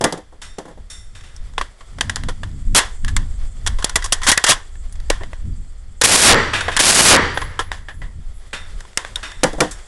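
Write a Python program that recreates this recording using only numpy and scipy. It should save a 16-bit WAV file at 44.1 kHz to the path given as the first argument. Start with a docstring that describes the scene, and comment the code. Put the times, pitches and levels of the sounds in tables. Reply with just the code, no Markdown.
"""At a roofed outdoor range, a submachine gun bumps on a wooden bench and is lifted, while shots crack
from farther lanes. Its steel parts click, scrape and clank close to a tiny worn camera. It fires two short
bursts that overflow the camera's converter into harsh crackle; spent cases ring as they land. At last the
gun is laid down again. All along, wind rumbles on the microphone over faint insects, joined by far birds
before the bursts."""
import sys
import numpy as np
from scipy import signal
from scipy.fft import rfft, irfft, next_fast_len
from scipy.io import wavfile
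from scipy.ndimage import map_coordinates

SR = 44100
rng = np.random.default_rng(int(sys.argv[2]) if len(sys.argv) > 2 else 0)


def materialize(psi):
    """Save the field psi as 16-bit PCM at rate SR to the path in sys.argv[1].

    A 1-D psi becomes a single channel; in a 2-D psi each row is a channel.
    """
    bounded = np.clip(np.atleast_2d(psi).T, -1, 1)
    quanta = np.round(bounded * 32767).astype(np.int16)
    wavfile.write(sys.argv[1], SR, quanta)


N = 435266
TIME = np.arange(N) / SR
HIT = TIME[:SR]  # the one-second clock of a single hit

# Rounds fired, ten a second within a burst. Each row: start in seconds, level in dB.
ROUNDS = [(6.062, 20), (6.164, 19.5), (6.813, 18.5), (6.912, 19), (7.012, 15.3)]
# Tone colours of the muzzle blast, struck steel and airy hiss. Each row: frequency in Hz, level in dB.
BLAST = [(65, -42), (110, -9.5), (320, -6), (487, -2.5), (700, -13.5), (914, -5.5), (1470, -6), (1890, -3),
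         (2560, -18), (3040, -16), (6390, -26), (7740, -27), (10500, -39), (13600, -64.5), (22000, -120)]
STEEL = [(180, -39.5), (300, -16.5), (876, -10.5), (1050, -4.5), (1230, -12.5), (1790, -5.5), (2370, -19),
         (3390, -10.5), (4050, -17), (7800, -17), (8920, -21), (9890, -18.5), (10500, -21.5), (13600, -65),
         (22000, -120)]
HISS = [(210, -29.5), (350, 0.5), (752, -3), (933, -7), (1360, -3.5), (1500, -7.5), (2060, -6.5),
        (2680, -13.5), (3420, -8), (4010, -15.5), (4250, -11.5), (5670, -15.5), (11000, -18), (14300, -47),
        (22000, -120)]


def gunfire(field_db=-35, field_t60=1.345, boom_db=-43, boom_t60=2.6):
    """Each blast rings under the roof, band by band, drums on it and rolls away across the field."""
    # The tail under the roof. Each row: frequency in Hz, t60 in seconds.
    roof_decay = [(100, .45), (400, 0.4), (1500, .37), (4000, 0.32), (10000, 0.26)]
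    # The roof drumming. Each row: frequency in Hz, level in dB.
    drumming = [(55, -35.5), (75, -4.5), (87, 0), (100, -11), (150, -17.5), (400, -93.5)]
    field_tilt = [(300, -4), (1800, -0.5), (4700, 1), (8000, -2.5)]
    out = np.zeros(N)
    for start, db in ROUNDS:
        hz, t, bands = signal.stft(noise(BLAST), SR, nperseg=256)
        decay = np.exp(-np.log(1000) * t / along(roof_decay, hz)[:, None])
        roof = signal.istft(bands * decay, SR, nperseg=256)[1][:SR]
        field = amp(field_db) * fade(field_t60) * noise(BLAST, tilt=field_tilt)
        boom = amp(boom_db) * fade(boom_t60) * noise(drumming)
        add(out, start, amp(db) * (roof + field + boom))
    return out


def berm_echo(delay_s=0.19, rise_s=0.021, t60=0.6, gain_db=-33):
    """The earth bank behind the targets throws each blast back, its treble softened by the brush."""
    # The ring in the echo. Each row: centre in Hz, width in Hz, boost in dB.
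    peaks = [(4630, 400, 11), (5730, 330, 6.5)]
    tilt = [(300, -6), (1800, -1), (3000, 3), (4700, -3.5), (8000, -3)]
    out = np.zeros(N)
    for start, db in ROUNDS:
        echo = resonate(noise(BLAST, tilt=tilt), peaks)
        add(out, start + delay_s, amp(db + gain_db) * echo * fade(t60) * attack(rise_s))
    return out


def cases(shimmer_db=3.5, spread_hz=51, rise_s=0.0087):
    """A spent brass case rings high and long, shimmering as it tumbles."""
    # Landings and bounces. Each row: start in seconds, pitch in Hz, level in dB, t60 in seconds.
    landings = [(6.351, 7450, -25, 0.24), (6.533, 10300, -48, 0.29), (6.61, 10230, -41, 0.24),
                (6.691, 10200, -45, 0.31), (7.34, 10240, -31.5, 0.4), (7.377, 10180, -36.5, 0.38),
                (7.592, 10250, -41, 0.36), (7.72, 10200, -54, 0.55), (7.885, 10196, -51.5, .6),
                (8.335, 10220, -49, .5)]
    out = np.zeros(N)
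    for start, hz, db, t60 in landings:
        pitch = hz + spread_hz * wobble(220)
        ring = amp(shimmer_db * wobble(60)) * np.sin(2 * np.pi * np.cumsum(pitch) / SR)
        add(out, start, amp(db) * ring * fade(t60) * attack(rise_s))
    return out


def clicks(gain_db=-5, echo_db=-23, body_db=9, treble_db=6, ring_db=7, ring_width=0.095, rise_s=0.00026):
    """Hand-damped steel gives a short, dense ring; one resonance stands out where it is struck."""
    # Magazine, bolt and other parts. Each row: start in seconds, level in dB, body in dB,
    # treble in dB, ring in Hz, t60 in seconds.
    contacts = [(1.209, -32, -23, -7, 2410, 0.032), (1.363, -29.5, -15, 8, 5500, 0.032),
                (1.58, -3.5, -10, -16, 1220, .036), (1.612, -7, -5, -13, 1130, 0.042),
                (1.808, -28, -2, -16, 1120, 0.063), (1.985, -17.5, 6, -11, 1590, 0.03),
                (2.009, 0, -7.5, -5, 3070, 0.029), (2.096, -4.5, -14, -4.5, 1610, 0.028),
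                (2.159, -4.5, -21, 4, 4200, 0.015), (2.166, -16, -3, -5, 1540, 0.023),
                (2.236, -12, -3, -6.5, 1540, 0.012), (2.286, -13.5, 2, -7, 1370, 0.082),
                (2.433, -13.5, -9, -13.5, 1560, 0.03), (2.748, 5, -28, 12, 1820, 0.019),
                (2.751, -2, -15, -6, 2880, 0.054), (3.047, -10, -15, -2, 1650, 0.014),
                (3.081, -13, -25, -6.5, 1720, 0.066), (3.165, -3.5, -32, -2, 2140, 0.03),
                (3.664, -8.5, -5.5, -1.5, 3380, 0.063), (3.674, -3, -15, 1, 1470, 0.027),
                (3.786, -21, -2, -5, 1050, 0.14), (3.824, -16, -7, -6, 1430, 0.046),
                (3.844, 2, -21, 10, 3530, 0.025), (3.895, -10.5, -15, 0, 1410, 0.03),
                (3.957, 4, -1, -0.5, 1980, 0.044), (4.023, -16.5, -30, -8, 1910, 0.061),
                (4.042, -12.5, -8, 4.5, 1110, 0.092), (4.06, -9.5, -9, -1, 1110, 0.02),
                (4.123, 4.5, -34, 6.5, 3065, 0.05), (4.217, -18, -27, -11, 1020, 0.11),
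                (4.233, -14.5, -17, 0, 2000, 0.19), (4.316, 2, -33, 0, 1914, 0.076),
                (4.376, 4.5, -38, -16, 1810, 0.036), (4.44, 6.5, -28, -1, 1455, 0.041),
                (4.755, -32, -14, -16, 1800, .03), (4.925, -29.5, -20, 6, 9700, .04),
                (4.955, -32, -8, -4, 2100, 0.034), (5.001, -24.5, -10, -4, 1770, 0.022),
                (5.101, 4, 8, -6, 2280, 0.029), (5.112, -18, 12, -8, 1720, 0.036),
                (5.208, -23, 10, -27, 1840, 0.12), (5.234, -14.5, 9, -13, 1970, 0.03),
                (5.332, -16.5, 1, -17, 1960, 0.015), (6.014, -2.5, -32, -20.5, 1790, 0.02),
                (6.608, -4, -12, -13.5, 1590, 0.043), (6.682, -4, -1, -21.5, 1680, 0.091),
                (6.773, -6, -26, -26, 1764, 0.063), (7.374, -3.5, -1.5, -16, 1490, 0.033),
                (7.416, -10.5, -10, -15, 1100, 0.062), (7.591, -7, -6, -12, 1320, 0.1),
                (7.717, -1, -21, -19, 1190, 0.0089), (7.885, -21, -5, -17.5, 1710, 0.14),
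                (8.017, -29, -2, -15, 1980, 0.24), (8.805, -18, -8, -5, 1600, 0.024),
                (8.851, -30, -1, -9, 1000, 0.034), (8.974, 2.5, -41, -1.5, 2060, 0.018),
                (9.049, -7, 1, -13, 1550, 0.0084), (9.16, -4, -26, 2.5, 3480, 0.0064),
                (9.317, -18, -8, -8, 1800, 0.02)]
    out = np.zeros(N)
    for start, db, body, treble, ring_hz, t60 in contacts:
        tilt = [(500, body + body_db), (1300, 0.052), (2800, 0.017), (6000, treble + treble_db)]
        steel = noise(STEEL, tilt=tilt)
        ring = filtered(steel, lambda hz: 1 + amp(ring_db) * bell(hz, ring_hz, ring_width * ring_hz))
        contact = unit(ring) * fade(t60) * attack(rise_s)
        add(out, start, amp(db + gain_db) * (contact + amp(echo_db) * roof_echo()))
    return out


def scrapes(rough_db=3, release_t60=0.066, echo_db=-13):
    """Steel sliding on steel catches and slips, then rings out."""
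    # Each row: start in seconds, length in seconds, level in dB.
    slides = [(2.758, 0.017, 3.5), (4.267, 0.018, -9), (4.285, 0.015, -6.5), (4.464, 0.034, -12.5),
              (4.492, 0.025, -4.5), (6.014, 0.0045, -8.5), (6.037, 0.022, -2), (6.766, 0.0047, -10.5),
              (6.792, 0.025, -6)]
    out = np.zeros(N)
    for start, length, db in slides:
        stroke = np.exp(-np.log(1000) * np.maximum(HIT - length, 0) / release_t60)
        slips = amp(rough_db * wobble(300))
        steel = noise(STEEL, tilt=[(300, -9.5), (1500, 1), (7000, 3)])
        add(out, start, amp(db) * stroke * slips * steel)
        add(out, start + length / 2, amp(db + echo_db) * roof_echo())
    return out


def clanks(reach_octaves=0.29):
    """The hollow sheet-steel receiver rings in close modes; where it is struck decides which lead."""
    # Hard contacts. Each row: start in seconds, level in dB, centre of the favoured modes in Hz.
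    blows = [(0.044, -12, 1500), (2.788, -20.5, 1700), (4.318, -12.5, 1950), (4.374, -22.5, 1850),
             (4.441, -21, 1900), (4.508, -34.5, 1900), (9.44, -17, 1480)]
    # The receiver's modes. Each row: pitch in Hz, level in dB, t60 in seconds.
    receiver = [(1190, -6, 0.17), (1418, -5, .15), (1653, -5.5, 0.17), (1756, 2.5, 0.069), (1895, -7, 0.17),
                (2022, -6, 0.21), (2300, -1, 0.054), (2930, -5.5, 0.08)]
    out = np.zeros(N)
    for start, db, centre_hz in blows:
        modes = []
        for hz, level, t60 in receiver:
            distance = np.log2(hz / centre_hz) / reach_octaves
            modes.append((hz, level - 10 * np.log10(1 + distance ** 2), t60))
        add(out, start, amp(db) * ringing(modes))
    return out


def clinks():
    """A small loose steel fitting swings against the gun and rings briefly."""
    # Each row: start in seconds, level in dB.
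    swings = [(7.718, -29), (9.158, -13)]
    # The fitting's modes. Each row: pitch in Hz, level in dB, t60 in seconds.
    fitting = [(1480, -20, 0.068), (3670, 5, 0.019), (3820, 1, 0.02), (5340, -7, 0.021), (8450, -12, .025)]
    out = np.zeros(N)
    for start, db in swings:
        add(out, start, amp(db) * ringing(fitting))
    return out


def bumps(thud_db=-3, boards_db=-13, clack_db=2, clack_delay_s=0.002, rise_s=0.00088, echo_db=-18):
    """The gun bumps the bench: the wood thuds, its boards ring and the steel clacks just after."""
    # Each row: start in seconds, level in dB, relative clack level in dB.
    knocks = [(0.009, -11, -9.5), (0.039, -4, -1.5), (0.123, -15.5, -6.5), (0.174, -26.5, -10.5),
              (0.323, -37.5, -44), (0.583, -21, -8.5), (0.653, -29.5, -21), (0.679, -29, -25),
              (0.711, -37, -21), (0.773, -37.5, -24), (9.433, -2.5, -8), (9.53, -22.5, -12.5),
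              (9.581, -20, -47), (9.603, -1.5, -8.5), (9.613, -10.5, -32)]
    # The colour of the thud. Each row: frequency in Hz, level in dB.
    bench = [(80, -8), (170, 9.5), (270, 6.5), (360, 6), (480, 8.5), (620, 6.5), (900, 4), (1300, -6),
             (1900, -13.5), (2700, -51), (6000, -22.5)]
    # The boards' modes. Each row: pitch in Hz, level in dB, t60 in seconds.
    boards = [(168.4, -7.5, 0.29), (305.2, 3.5, 0.17), (352, -21, 0.26), (508.3, 3.5, 0.11),
              (765, -15, 0.29), (940, -20.5, 0.046)]
    out = np.zeros(N)
    for start, db, clack in knocks:
        thud = amp(thud_db) * noise(bench) * fade(t60=0.14)
        wood = (thud + amp(boards_db) * ringing(boards)) * attack(rise_s)
        steel = amp(clack + clack_db) * noise(STEEL, tilt=[(500, -2.5), (5000, 16)]) * fade(t60=0.037)
        add(out, start, amp(db) * (wood + amp(echo_db) * roof_echo()))
        add(out, start + clack_delay_s, amp(db) * steel)
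    return out


def roof_echo(t60=0.26, rise_s=0.003):
    """The dull, diffuse answer of roof and bench to a small sound."""
    return noise(STEEL, tilt=[(2000, -4), (4000, -6.5), (10000, -9.5)]) * fade(t60) * attack(rise_s)


def handling(ticks_per_s=40, tick_db=10, tick_t60=0.014, attack_s=0.39, release_s=0.78):
    """Clothes rustle and loose gun parts tick as each movement builds up, holds and dies away."""
    # Lifting, loading, shouldering, laying down. Each row: start and length in seconds, level in dB.
    moves = [(1.4, 2.5, -53.5), (3.833, 0.09, -58.5), (4.955, 0.32, -58.5), (8.686, 1.24, -48.5)]
    folds = amp(2.5 * wobble(25, size=N))
    cloth = folds * noise(HISS, size=N, tilt=[(400, -1.7), (1800, -0.23), (8000, 1)])
    touches = (rng.random(N) < ticks_per_s / SR) * rng.random(N) ** 2
    ticks = signal.fftconvolve(touches, fade(tick_t60))[:N] * noise(STEEL, size=N)
    motion = np.zeros(N)
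    for start, length, db in moves:
        before, after = np.maximum(start - TIME, 0), np.maximum(TIME - start - length, 0)
        motion += amp(db) * np.exp(-before / attack_s - after / release_s)
    return motion * (cloth + amp(tick_db) * ticks)


def far_shots(gain_db=-4, treble_db=7, rise_s=0.0013, roll_db=-16):
    """Distance smears each report into a short bright wash that leaves a hollow ring and a dull roll."""
    # Other lanes. Each row: start in seconds, level in dB, treble in dB, base t60 in seconds, ring in dB.
    shots = [(0.4162, -27.5, -9.5, 0.52, -7), (0.9, -30, -1, 0.42, 1), (1.1493, -35.5, -13, 0.55, -6),
             (1.2354, -38.5, -15, .8, -9), (6.533, -10, -23, 0.83, -12), (6.7151, -18.5, -22, 0.58, -10),
             (8.53, -17.5, -19.5, 0.4, -10), (9.2282, -22.5, -19, 0.63, -7), (9.7099, -19, 6, 0.2, -12)]
    # The thin colour of a report. Each row: frequency in Hz, level in dB.
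    report = [(400, -13), (750, -10.5), (1200, -6), (1700, -2), (2050, -13), (2500, -4.5), (3500, -7),
              (4200, -7), (5400, -10), (6300, -6), (8000, -5.5), (10500, -11)]
    # Its hollow ring. Each row: centre in Hz, width in Hz, boost in dB.
    peaks = [(2020, 220, 19), (3630, 260, 20), (5510, 280, 20), (7420, 300, 13), (9330, 300, 15)]
    out = np.zeros(N)
    for start, db, treble, t60, ring_db in shots:
        tilt = [(2500, 0.0037), (7000, treble + treble_db)]
        crack = noise(report, tilt=tilt) * fade(0.5 * t60)
        hollow = unit(resonate(noise(report, tilt=tilt), peaks))
        ring = amp(ring_db) * hollow * fade(1.15 * t60)
        roll = amp(roll_db) * noise(report, tilt=[(2000, 35), (7000, -15)]) * fade(1.5 * t60)
        add(out, start, amp(db + gain_db) * (crack + ring + roll) * attack(rise_s))
    return out


def wind(surge_db=3, surge_rate=9, lumps_db=3.5, flutter_db=-44.5, flutter_growth=0.58):
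    """The draught surges on the microphone and flutters as it grows; puffs swell and sink on top."""
    # Air passing the camera, strongest with the gun raised. Each row: time in seconds, level in dB.
    draught = [(0, -41), (0.45, -36), (1.4, -34), (1.88, -40), (2.05, -32), (3.25, -18), (4.3, -25),
               (4.72, -36), (4.95, -23.5), (5.9, -29.5), (7.8, -28), (8.5, -32), (9.4, -28.5), (9.87, -36)]
    # Each row: centre in seconds, length in seconds, flutter in dB, deep push in dB.
    puffs = [(1.414, 0.21, -47, -25), (1.614, 0.28, -38.5, -31), (2.067, 0.25, -27.5, -30.5),
             (2.252, 0.23, -23, -21.5), (2.51, 0.34, -27, -38), (2.721, 0.16, -21, -18),
             (3.086, 0.16, -26, -25), (3.191, 0.18, -18.5, -19), (3.703, 0.13, -28.5, -13.5),
             (5.135, 0.13, -39, -16), (5.517, 0.25, -27.5, -21), (8.048, 0.14, -31, -23.5),
             (8.182, 0.099, -31, -39)]
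    # Colours of the deep buffeting and the flutter above it. Each row: frequency in Hz, level in dB.
    buffet_colour = [(5, -6.5), (20, 5), (50, -7), (75, -11.5), (120, -31.5), (300, -80.5)]
    flutter_colour = [(40, -12), (85, -1), (140, -11), (250, -18), (500, -44.5), (1500, -82.5)]
    draught_db = automation(draught) + surge_db * wobble(surge_rate, size=N)
    buffet = amp(draught_db)
    flutter = amp(flutter_db + flutter_growth * (draught_db - draught_db.mean()))
    for centre, length, puff_db, push_db in puffs:
        swell = np.cos(np.pi * np.clip((TIME - centre) / length, -0.5, 0.5))
        buffet = np.hypot(buffet, amp(push_db) * swell)
        flutter = np.hypot(flutter, amp(puff_db) * swell)
    lumps = unit(amp(lumps_db * wobble(18, size=N)))
    return buffet * noise(buffet_colour, size=N) + flutter * lumps * noise(flutter_colour, size=N)


def hiss(level_db=-58):
    """A faint, steady bed of hiss."""
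    return amp(level_db) * noise(HISS, size=N)


def insects(flicker_db=3):
    """Insects in the grass buzz in a high band that swells and fades."""
    # Each row: time in seconds, level in dB.
    swells = [(0, -75), (1.4, -63.5), (3.3, -54), (5.8, -60.5), (8.2, -63), (9.87, -53.5)]
    # The colour of the buzz. Each row: frequency in Hz, level in dB.
    buzz = [(4000, -47.5), (6600, -10.5), (7500, -0.5), (8100, -4), (9300, -10), (11000, -61.5)]
    return amp(automation(swells) + flicker_db * wobble(42, size=N)) * noise(buzz, size=N)


def birds(count=70, pitch_hz=4500, level_db=-64, blur=0.6, start_s=1.7, end_s=5.95, chirp_s=0.035, fall=0.1):
    """Far birds call in faint, quick, falling chirps, blurred by the trees."""
    out = np.zeros(N)
    progress = np.minimum(HIT / chirp_s, 1)
    for when, pitch, strength in rng.random((count, 3)):
        hz = pitch_hz * (0.92 + 0.16 * pitch) * (1 + fall * (0.5 - progress))
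        chirp = np.sin(np.pi * progress) ** 2 * np.sin(2 * np.pi * np.cumsum(hz) / SR)
        add(out, start_s + when * (end_s - start_s), amp(level_db) * (0.5 + strength) * chirp)
    return out * (1 + blur * wobble(250, size=N))


def amp(db):
    """Decibels to gain."""
    return 10 ** (np.asarray(db) / 20)


def unit(x):
    """Scale to rms 1."""
    return x / np.sqrt(np.mean(x ** 2) + 1e-20)


def along(points, hz):
    """Read a curve of (Hz, value) points on a log frequency axis."""
    knots_hz, values = np.transpose(points)
    return np.interp(np.log(hz + 1), np.log(knots_hz + 1), values)


def automation(points):
    """A fader ride through (seconds, value) points."""
    return np.interp(TIME, *np.transpose(points))


def wobble(rate, size=SR):
    """A smooth random curve, rate knots a second."""
    knots = rng.standard_normal(int(size * rate / SR) + 4)
    return map_coordinates(knots, [np.arange(size) * rate / SR])


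def filtered(x, gain):
    """Equalise x with a gain that depends on frequency."""
    padded = next_fast_len(len(x) + 4096)
    return irfft(rfft(x, padded) * gain(np.fft.rfftfreq(padded, 1 / SR)), padded)[:len(x)]


def bell(hz, centre, width):
    """A resonance curve of height 1."""
    return 1 / (1 + (2 * (hz - centre) / width) ** 2)


def resonate(x, peaks):
    """Boost x at (Hz, width in Hz, dB) peaks."""
    return filtered(x, lambda hz: amp(sum(db * bell(hz, centre, width) for centre, width, db in peaks)))


def low_pass(x, edge_hz):
    """A steep, smooth band limit."""
    return filtered(x, lambda hz: 1 / (1 + (hz / edge_hz) ** 90))


def noise(spectrum, size=SR, tilt=((1, 0), (SR, 0))):
    """Noise of rms 1 with a spectrum and an added tilt, both (Hz, dB)."""
    white = rng.standard_normal(size)
    return unit(filtered(white, lambda hz: amp(along(spectrum, hz) + along(tilt, hz))))


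def ringing(modes):
    """Strike (Hz, dB, t60) modes, each at a slightly random strength and a random phase."""
    return sum(amp(db + rng.normal(0, 2.6)) * fade(t60) * np.sin(2 * np.pi * (hz * HIT + rng.random()))
               for hz, db, t60 in modes)


def attack(rise_s):
    """An onset with time constant rise_s."""
    return 1 - np.exp(-HIT / rise_s)


def fade(t60):
    """A decay that loses 60 dB in t60 seconds."""
    return np.exp(-np.log(1000) * HIT / np.maximum(t60, 1e-3))


def add(track, start, sound):
    """Mix a sound in at start seconds."""
    part = track[max(round(start * SR), 0):][:len(sound)]
    part += sound[:len(part)]


def scene():
    """Everything that reaches the one microphone, through the camera's housing."""
    # The camera body's resonances. Each row: centre in Hz, width in Hz, boost in dB.
    housing = [(1941, 300, 2), (3370, 300, 2), (4888, 380, 2.5), (5726, 370, 1.5), (9870, 110, 2)]
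    gun = gunfire() + berm_echo() + clicks() + scrapes() + clanks() + clinks() + bumps() + cases()
    air = gun + handling() + far_shots() + wind() + hiss() + insects() + birds()
    return resonate(air, housing)[None]


def record(dry, overflow=0.97, full_scale=0.7, ceiling=0.75, top_hz=16100):
    """A half-rate converter clips, then overflows: loud samples flip sign, saturated ones land on zero."""
    # The converter's output filter. Each row: frequency in Hz, gain in dB.
    smoothing = [(9800, -1.5), (10500, -2.5), (11100, -5), (11850, -19), (12500, -46), (13500, -73)]
    samples = low_pass(dry[0], edge_hz=SR / 4)[::2]
    saturated = np.clip(samples, -2 * overflow, 2 * overflow)
    wrapped = (saturated + overflow) % (2 * overflow) - overflow
    spaced = np.zeros(N)
    spaced[::2] = 2 * np.clip(wrapped, -full_scale, full_scale)  # doubled to offset the zeros between
    smooth = filtered(spaced, lambda hz: amp(along(smoothing, hz)))
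    # the output filter overshoots on the spikes, and these tips are cut off
    return low_pass(np.clip(smooth, -ceiling, ceiling), edge_hz=top_hz)[None]


dry = scene()
out = record(dry)
materialize(out)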